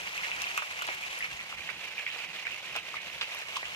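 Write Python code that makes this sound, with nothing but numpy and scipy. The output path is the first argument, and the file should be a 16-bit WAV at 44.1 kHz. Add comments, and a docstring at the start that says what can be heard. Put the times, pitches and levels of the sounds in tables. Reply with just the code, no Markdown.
"""Outdoors, pieces of fish fry in a pan of hot oil over a wood fire.
Countless tiny steam bubbles sizzle as dense clicks and short rings; larger ones pop as swelling and
decaying tones, each with a moment of froth. Steam pockets under the fish plop, escaping steam
sputters in runs of ticks, and water drops spit as snaps with a puff of noise. The flames rumble faintly
as filtered noise. A hand-held stereo microphone, with soft low bumps, turns away from the pan and back."""
import sys
import numpy as np
from scipy import signal
from scipy.fft import rfft, irfft, next_fast_len
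from scipy.io import wavfile

SR = 44100
rng = np.random.default_rng(int(sys.argv[2]) if len(sys.argv) > 2 else 0)


def unload_wav(signal):
    """Save mono or channel-first audio to the path in sys.argv[1] as 16-bit WAV at rate SR, clipped to [-1, 1]."""
    wavfile.write(
        sys.argv[1],
        SR,
        np.round(np.clip(np.atleast_2d(signal).T, -1, 1) * 32767).astype(np.int16),
    )


N = 165375
TIME = np.arange(N) / SR
BURST_TIME = np.arange(int(.02 * SR)) / SR   # time axis of one short burst, s

# Relative spectrum of the sizzle. Each row: frequency in Hz, density in dB per Hz.
SIZZLE_SPECTRUM = [(300, -24.5), (500, -11), (800, -6.5), (1300, -5.5), (1750, -3.5), (2300, 1),
                   (2750, -0.5), (3500, -9.5), (4600, -13.5), (6500, -13.5), (9000, -21), (12000, -25),
                   (13500, -22.5), (15500, -28)]
# How hard the oil boils. Each row: time in seconds, change of sizzle level in dB.
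BOIL = [(0, 1.5), (.3, 2.5), (.7, 1.5), (1.0, 0.5), (1.4, -1.5), (1.8, -0.5), (2.1, 1), (2.5, 0.5),
        (2.85, -1), (3.3, 0.5), (3.75, -0.5)]
# Large bubbles bursting. Each row: start in seconds, pitch in Hz, level in dB before POP_DB.
POPS = [(0.1777, 2530, -20.5), (0.234, 2090, -22), (0.2488, 2680, -26), (0.316, 2530, -18),
        (0.4403, 2630, -22.5), (0.4682, 2600, -21), (.480, 2620, -50), (0.5765, 2560, -17),
        (0.608, 2640, -27), (0.8142, 2900, -22.5), (0.8200, 2550, -26), (0.8894, 2250, -25),
        (0.9165, 2220, -25.5), (1.0367, 2420, -24), (1.2063, 2000, -22.5), (1.2247, 2420, -19),
        (1.2438, 2270, -20), (1.3919, 2250, -27), (1.6895, 2040, -25), (1.702, 2380, -33),
        (1.9806, 2460, -19.5), (2.0647, 2330, -19), (2.074, 2370, -24), (2.1015, 3020, -24.5),
        (2.4524, 2180, -26), (2.4679, 2250, -22), (2.521, 2670, -26.5), (2.7627, 2520, -20.5),
        (2.7742, 2610, -24), (2.9673, 2250, -22.5), (3.2107, 2860, -20), (3.226, 2720, -21),
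        (3.559, 3150, -21.5), (3.569, 3230, -26), (3.6284, 2070, -24), (3.655, 2800, -24)]
# Steam pockets under the fish. Each row: start in seconds, pitch in Hz, level in dB,
# cycles to the peak of the ring.
PLOPS = [(0.1915, 1150, -30.5, .9), (.378, 1400, -31.5, 1.2), (0.577, 1310, -17.5, 0.72),
         (.588, 1410, -33, 1.2), (0.622, 1310, -22, .5), (0.8202, 1310, -25, 1.4),
         (0.8883, 900, -19.5, 0.34), (1.5264, 1260, -27.5, 0.71), (1.692, 1400, -30, 1.3),
         (2.1612, 955, -30, 0.35), (2.7564, 830, -35, 0.59), (2.9408, 1156, -30.5, 1.3),
         (3.3471, 1070, -34.5, 0.62), (3.5654, 1090, -28.5, 1.46), (3.569, 1085, -28, 1.5),
         (3.6293, 900, -29, 0.31)]
# Water drops spitting in the oil. Each row: start in seconds, level in dB before SPIT_DB.
SPITS = [(0.177, -24.5), (0.4188, -15), (0.5759, -13.5), (0.8215, -24), (0.8688, -25), (0.949, -26),
         (1.189, -22.5), (2.7627, -19.5), (3.3477, -25), (3.389, -28), (3.5674, -27)]
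# Steam escaping from the fish. Each row: start in seconds, length in seconds, lowest frequency in Hz,
# highest frequency in Hz, level in dB.
SPUTTERS = [(0.876, 0.0121, 640, 3500, -35), (2.459, 0.022, 1340, 2330, -39.5),
            (2.751, .022, 450, 3260, -35.5), (3.21, 0.019, 1010, 4300, -34),
            (3.558, 0.014, 2730, 6400, -40.5)]
# Microphone turned away from the pan. Each row: time in seconds, share from 0 (facing) to 1 (away).
AWAY = [(0, 0.34), (1.15, 0.26), (1.7, 0.77), (2.2, 0.76), (3.0, 0.76), (3.4, 0.6), (3.75, 0.4)]
# What turning fully away does to the sizzle. Each row: frequency in Hz, gain in dB.
AWAY_GAIN = [(500, -1), (1400, -12), (2500, 0), (4000, 0.5), (7000, -9.5), (14000, -7)]
# Left minus right when facing the pan. Each row: frequency in Hz, level difference in dB.
BALANCE_FACING = [(800, 0.5), (1500, -4.5), (2800, 0.5), (4200, 2), (6500, 5.5), (9800, 11), (13500, -0.5)]
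# Left minus right when turned away. Each row: frequency in Hz, level difference in dB.
BALANCE_AWAY = [(800, -0.5), (1700, -2), (2800, -11), (4200, -0.5), (6000, 9), (9800, 2.5), (13500, -1.5)]
# Relative spectrum of the flames. Each row: frequency in Hz, density in dB per Hz.
FIRE_SPECTRUM = [(25, -25), (40, -11), (60, 2), (100, -1), (180, 3), (270, -6.5), (350, 0.5), (420, -7.5),
                 (800, -19)]
# Soft low bumps as the microphone is moved. Each row: centre in seconds, level in dB.
BUMPS = [(1.34, -57.5), (1.57, -60), (3.67, -62)]

SIZZLE_DB = -38                            # before the boil curve and surges
BUBBLES_PER_S = 450                        # in each half octave
SIZE_SPREAD_DB, LARGEST_DB = 3, 12         # mean and limit of click level above the smallest
HISS_DB = 4.5                              # finest bubbles, relative to one band's clicks before filtering
CRACKLES_PER_S, CRACKLE_DB = 890, -3.5     # bursts sharp enough to span all bands
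SURGE_DB, SURGE_RATE_HZ = 1.64, 26.6
# bubbles that hold a clear pitch
RINGING_PER_S, RINGING_DB, RINGING_RISE_CYCLES, RINGING_SPREAD_DB = 900, -4, 4.6, 2
RINGING_LOW_HZ, RINGING_HIGH_HZ = 900, 7550

POP_DB, POP_RISE_CYCLES = -2, 1.75
FROTH_DB, FROTH_PER_S, FROTH_DECAY_S = -11, 450, .028   # level relative to the POPS row
PLOP_LOW_HZ = 405
SPUTTER_TICKS_PER_S = 730
SPIT_DB, SPIT_SPRAY_DB, SPIT_DECAY_S = 0.5, -4.5, 0.00088   # spray is relative to the snap
SPIT_LOW_HZ, SPIT_HIGH_HZ = 1700, 8600

SCATTER_DB = -4             # pan, ground and things nearby, relative to the direct burst
SCATTER_T60_S, PLOP_SCATTER_T60_S, SPIT_SCATTER_T60_S = .15, 0.077, 0.047
SCATTER_SHARED_HZ = 1050    # well below this both ports hear the same tail
LAG_FACING_S, LAG_AWAY_S, LAG_SPREAD_S = .00035, .00002, .00007   # right port behind the left

FIRE_DB, FIRE_SIDE_DB, FIRE_FLICKER_DB, FIRE_FLICKER_HZ = -64, -12.5, 2.5, 4.5
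BUMP_WIDTH_S, BUMP_LOW_HZ, BUMP_HIGH_HZ = 0.033, 50, 136
TOP_HZ, CUTOFF_HZ = 14600, 15700   # the microphone's roll-off, then the steep cut


def from_db(db):
    """Logarithmic level: 20 dB is a factor of ten in amplitude."""
    return 10 ** (np.asarray(db) / 20)


def rms_one(x):
    """Normalisation: divide by the root mean square to give unit power."""
    return x / np.sqrt(np.mean(x ** 2) + 1e-20)


def at_time(rows, s):
    """Linear interpolation of a curve in time."""
    return np.interp(s, *np.transpose(rows))


def at_hz(points, hz):
    """Interpolation of a spectrum along log frequency."""
    f, value = np.transpose(points)
    return np.interp(np.log(hz), np.log(f), value)


def filtered(x, hz, kind, order=2):
    """Butterworth response: a maximally flat pass band."""
    return signal.sosfilt(signal.butter(order, hz, kind, fs=SR, output="sos"), x + 1e-18)


def coloured(x, gain_at):
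    """Linear filtering: multiply the spectrum by a smooth function of frequency."""
    size = next_fast_len(N + SR // 10)
    hz = np.maximum(np.fft.rfftfreq(size, 1 / SR), 1)
    return irfft(rfft(x, size) * gain_at(hz), size)[..., :N]


def drift(rate_hz):
    """Low-passed chance: white noise through two equal real poles, scaled to unit power."""
    step = 40   # samples between slow values
    pole = np.exp(-2 * np.pi * rate_hz * step / SR)
    settle = 2000
    noise = rng.standard_normal(N // step + settle + 2)
    slow = signal.lfilter([1], [1, -2 * pole, pole * pole], noise)[settle:]
    return np.interp(np.arange(N) / step, np.arange(len(slow)), rms_one(slow))


def port_lag(s):
    """Interaural-style delay: the right port's lag follows the turn and scatters with bubble place."""
    mean_lag = LAG_FACING_S + (LAG_AWAY_S - LAG_FACING_S) * at_time(AWAY, s)
    return mean_lag + LAG_SPREAD_S * rng.standard_normal(np.shape(s))


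def add(out, s, wave, t60_s=SCATTER_T60_S):
    """Scattering: a direct burst and an exponential noise tail, less alike in the ports at high frequency."""
    t = TIME[:SR // 10]
    hz = np.fft.rfftfreq(len(t), 1 / SR)
    alike = 1 / (1 + (hz / SCATTER_SHARED_HZ) ** 4)
    shared, *own = rfft(rng.standard_normal((3, len(t))))
    for channel, start, noise in zip(out, (s, s + port_lag(s)), own):
        tail = irfft(np.sqrt(alike) * shared + np.sqrt(1 - alike) * noise, len(t))
        tail = tail * from_db(-60 * t / t60_s)
        path = from_db(SCATTER_DB) * tail / np.linalg.norm(tail)
        path[0] = 1   # direct sound
        part = channel[max(int(start * SR), 0):][:len(t)]
        part += signal.fftconvolve(wave, path)[:len(part)]


def bubble(hz, rise_cycles):
    """Damped resonance: a bursting bubble's ring swells and dies within a few cycles."""
    age = BURST_TIME * hz / rise_cycles
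    return age * np.exp(1 - age) * np.sin(2 * np.pi * hz * BURST_TIME)


def clicks(per_s):
    """Random impulse process: many small and few large stereo clicks, with unit power."""
    chance, sign = rng.random(N), rng.choice([-1, 1], N)
    size_db = np.minimum(SIZE_SPREAD_DB * rng.exponential(1, N), LARGEST_DB)
    left = sign * from_db(size_db) * (chance < per_s / SR)
    lag_samples = np.round(port_lag(TIME) * SR).astype(int)
    arrival = np.clip(np.arange(N) + lag_samples, 0, N - 1)
    right = np.bincount(arrival, left, N)
    return rms_one(np.array([left, right]))


def ringing_bubbles():
    """Superposed resonances: brief rings at their own pitches, even in spectrum, with unit power."""
    out, count = np.zeros((2, N)), int(RINGING_PER_S * N / SR)
    times, places, sizes = rng.random((count, 3)).T
    times = times * N / SR
    pitches = RINGING_LOW_HZ * (RINGING_HIGH_HZ / RINGING_LOW_HZ) ** places
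    size_db = -RINGING_SPREAD_DB * np.log(np.maximum(sizes, .03))
    gains = pitches * from_db(size_db)   # gain in proportion to pitch evens the spectrum
    for s, lag, hz, gain in zip(times, port_lag(times), pitches, gains):
        wave = gain * bubble(hz, RINGING_RISE_CYCLES)
        for channel, start in zip(out, (s, s + lag)):
            part = channel[max(int(start * SR), 0):][:len(wave)]
            part += wave[:len(part)]
    return rms_one(out)


def sizzle():
    """Band-limited impulse noise: tiny bubbles in half octaves over a fine hiss, in a surging boil."""
    edges = 260 * 2 ** (np.arange(13) / 2)
    crackle = from_db(CRACKLE_DB) * clicks(CRACKLES_PER_S)
    hiss = from_db(HISS_DB) * clicks(20 * BUBBLES_PER_S)
    mix = crackle + hiss + from_db(RINGING_DB) * ringing_bubbles()
    for low, high in zip(edges, edges[1:]):
        mix = mix + filtered(clicks(BUBBLES_PER_S), [low, high], "band")
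    mix = filtered(mix, edges[0], "high")
    facing = rms_one(coloured(mix, lambda hz: from_db(at_hz(SIZZLE_SPECTRUM, hz))))
    turned = coloured(facing, lambda hz: from_db(at_hz(AWAY_GAIN, hz)))
    boil_db = at_time(BOIL, TIME) + SURGE_DB * drift(SURGE_RATE_HZ)
    return from_db(SIZZLE_DB + boil_db) * (facing + at_time(AWAY, TIME) * (turned - facing))


def pops(count=14):
    """Bubble resonance with decaying excitation: each large burst sets off a dying run of froth."""
    out = np.zeros((2, N))
    for s, hz, db in POPS:
        add(out, s, from_db(db + POP_DB) * bubble(hz, POP_RISE_CYCLES))
        delays = np.cumsum(rng.exponential(1 / FROTH_PER_S, count))
        froth_pitches = hz * np.exp(rng.normal(0, 0.12, count))
        for delay, froth_hz in zip(delays, froth_pitches):
            gain = from_db(db + FROTH_DB) * np.exp(-delay / FROTH_DECAY_S)
            add(out, s + delay, gain * bubble(froth_hz, POP_RISE_CYCLES))
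    return out


def plops():
    """Cavity resonance: steam pockets range from a short knock to a hollow ring with the rise time."""
    out = np.zeros((2, N))
    for s, hz, db, rise_cycles in PLOPS:
        add(out, s, from_db(db) * bubble(hz, rise_cycles), PLOP_SCATTER_T60_S)
    return filtered(out, PLOP_LOW_HZ, "high")


def sputters():
    """Intermittent jet: escaping steam tears the oil in a short, dense run of band-limited ticks."""
    out, t = np.zeros((2, N)), TIME[:SR // 10]
    for s, length_s, low_hz, high_hz, db in SPUTTERS:
        struck = (rng.random(len(t)) < SPUTTER_TICKS_PER_S / SR) * (t < length_s)
        ticks = rng.standard_normal(len(t)) * struck
        wave = rms_one(filtered(ticks, [low_hz, high_hz], "band", order=3))
        wave = wave * np.sqrt(length_s / t[-1])   # energy in proportion to length
        add(out, s, from_db(db) * wave)
    return out


def spits():
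    """Impulsive vaporisation: water drops flash to steam with a sharp snap and a puff of spray."""
    out = np.zeros((2, N))
    for s, db in SPITS:
        spray = rng.standard_normal(len(BURST_TIME)) * np.exp(-BURST_TIME / SPIT_DECAY_S)
        wave = from_db(SPIT_SPRAY_DB) * spray
        wave[0] = -1   # the snap
        add(out, s, from_db(db + SPIT_DB) * wave, SPIT_SCATTER_T60_S)
    return filtered(filtered(out, SPIT_LOW_HZ, "high"), SPIT_HIGH_HZ, "low", order=1)


def port_gains(balance, hz):
    """Level difference between ports: set the left-right ratio at constant summed power."""
    ratio = from_db(at_hz(balance, hz))
    return np.array([ratio, np.ones_like(ratio)]) * np.sqrt(2 / (1 + ratio ** 2))


def ports(x):
    """Directivity: the colour of both ports changes as the microphone turns."""
    facing = coloured(x, lambda hz: port_gains(BALANCE_FACING, hz))
    turned = coloured(x, lambda hz: port_gains(BALANCE_AWAY, hz))
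    return facing + at_time(AWAY, TIME) * (turned - facing)


def fire():
    """Combustion noise: the flames' low flickering rumble is nearly alike in both channels."""
    hz = np.maximum(np.fft.rfftfreq(N, 1 / SR), 1)
    noise = irfft(rfft(rng.standard_normal((2, N))) * from_db(at_hz(FIRE_SPECTRUM, hz)), N)
    mid, side = rms_one(filtered(noise, [20, 1000], "band"))
    stereo = mid + from_db(FIRE_SIDE_DB) * side * np.array([[1], [-1]])
    return from_db(FIRE_DB + FIRE_FLICKER_DB * drift(FIRE_FLICKER_HZ)) * stereo


def handling():
    """Structure-borne noise: the moving hand gives soft bell-shaped swells of low noise."""
    swell = sum(from_db(db) * np.exp(-((TIME - s) / BUMP_WIDTH_S) ** 2) for s, db in BUMPS)
    return swell * rms_one(filtered(rng.standard_normal(N), [BUMP_LOW_HZ, BUMP_HIGH_HZ], "band"))


def scene():
    """Superposition: the pan through the turning ports, plus the fire and the hand."""
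    pan = sizzle() + pops() + plops() + sputters() + spits()
    return ports(pan) + fire() + handling()


def record(dry):
    """Band limitation: the top rolls off and is then cut steeply by an elliptic filter."""
    soft = filtered(dry, TOP_HZ, "low", order=6)
    return signal.sosfilt(signal.ellip(10, .2, 80, CUTOFF_HZ, fs=SR, output="sos"), soft)


dry = scene()
out = record(dry)
unload_wav(out)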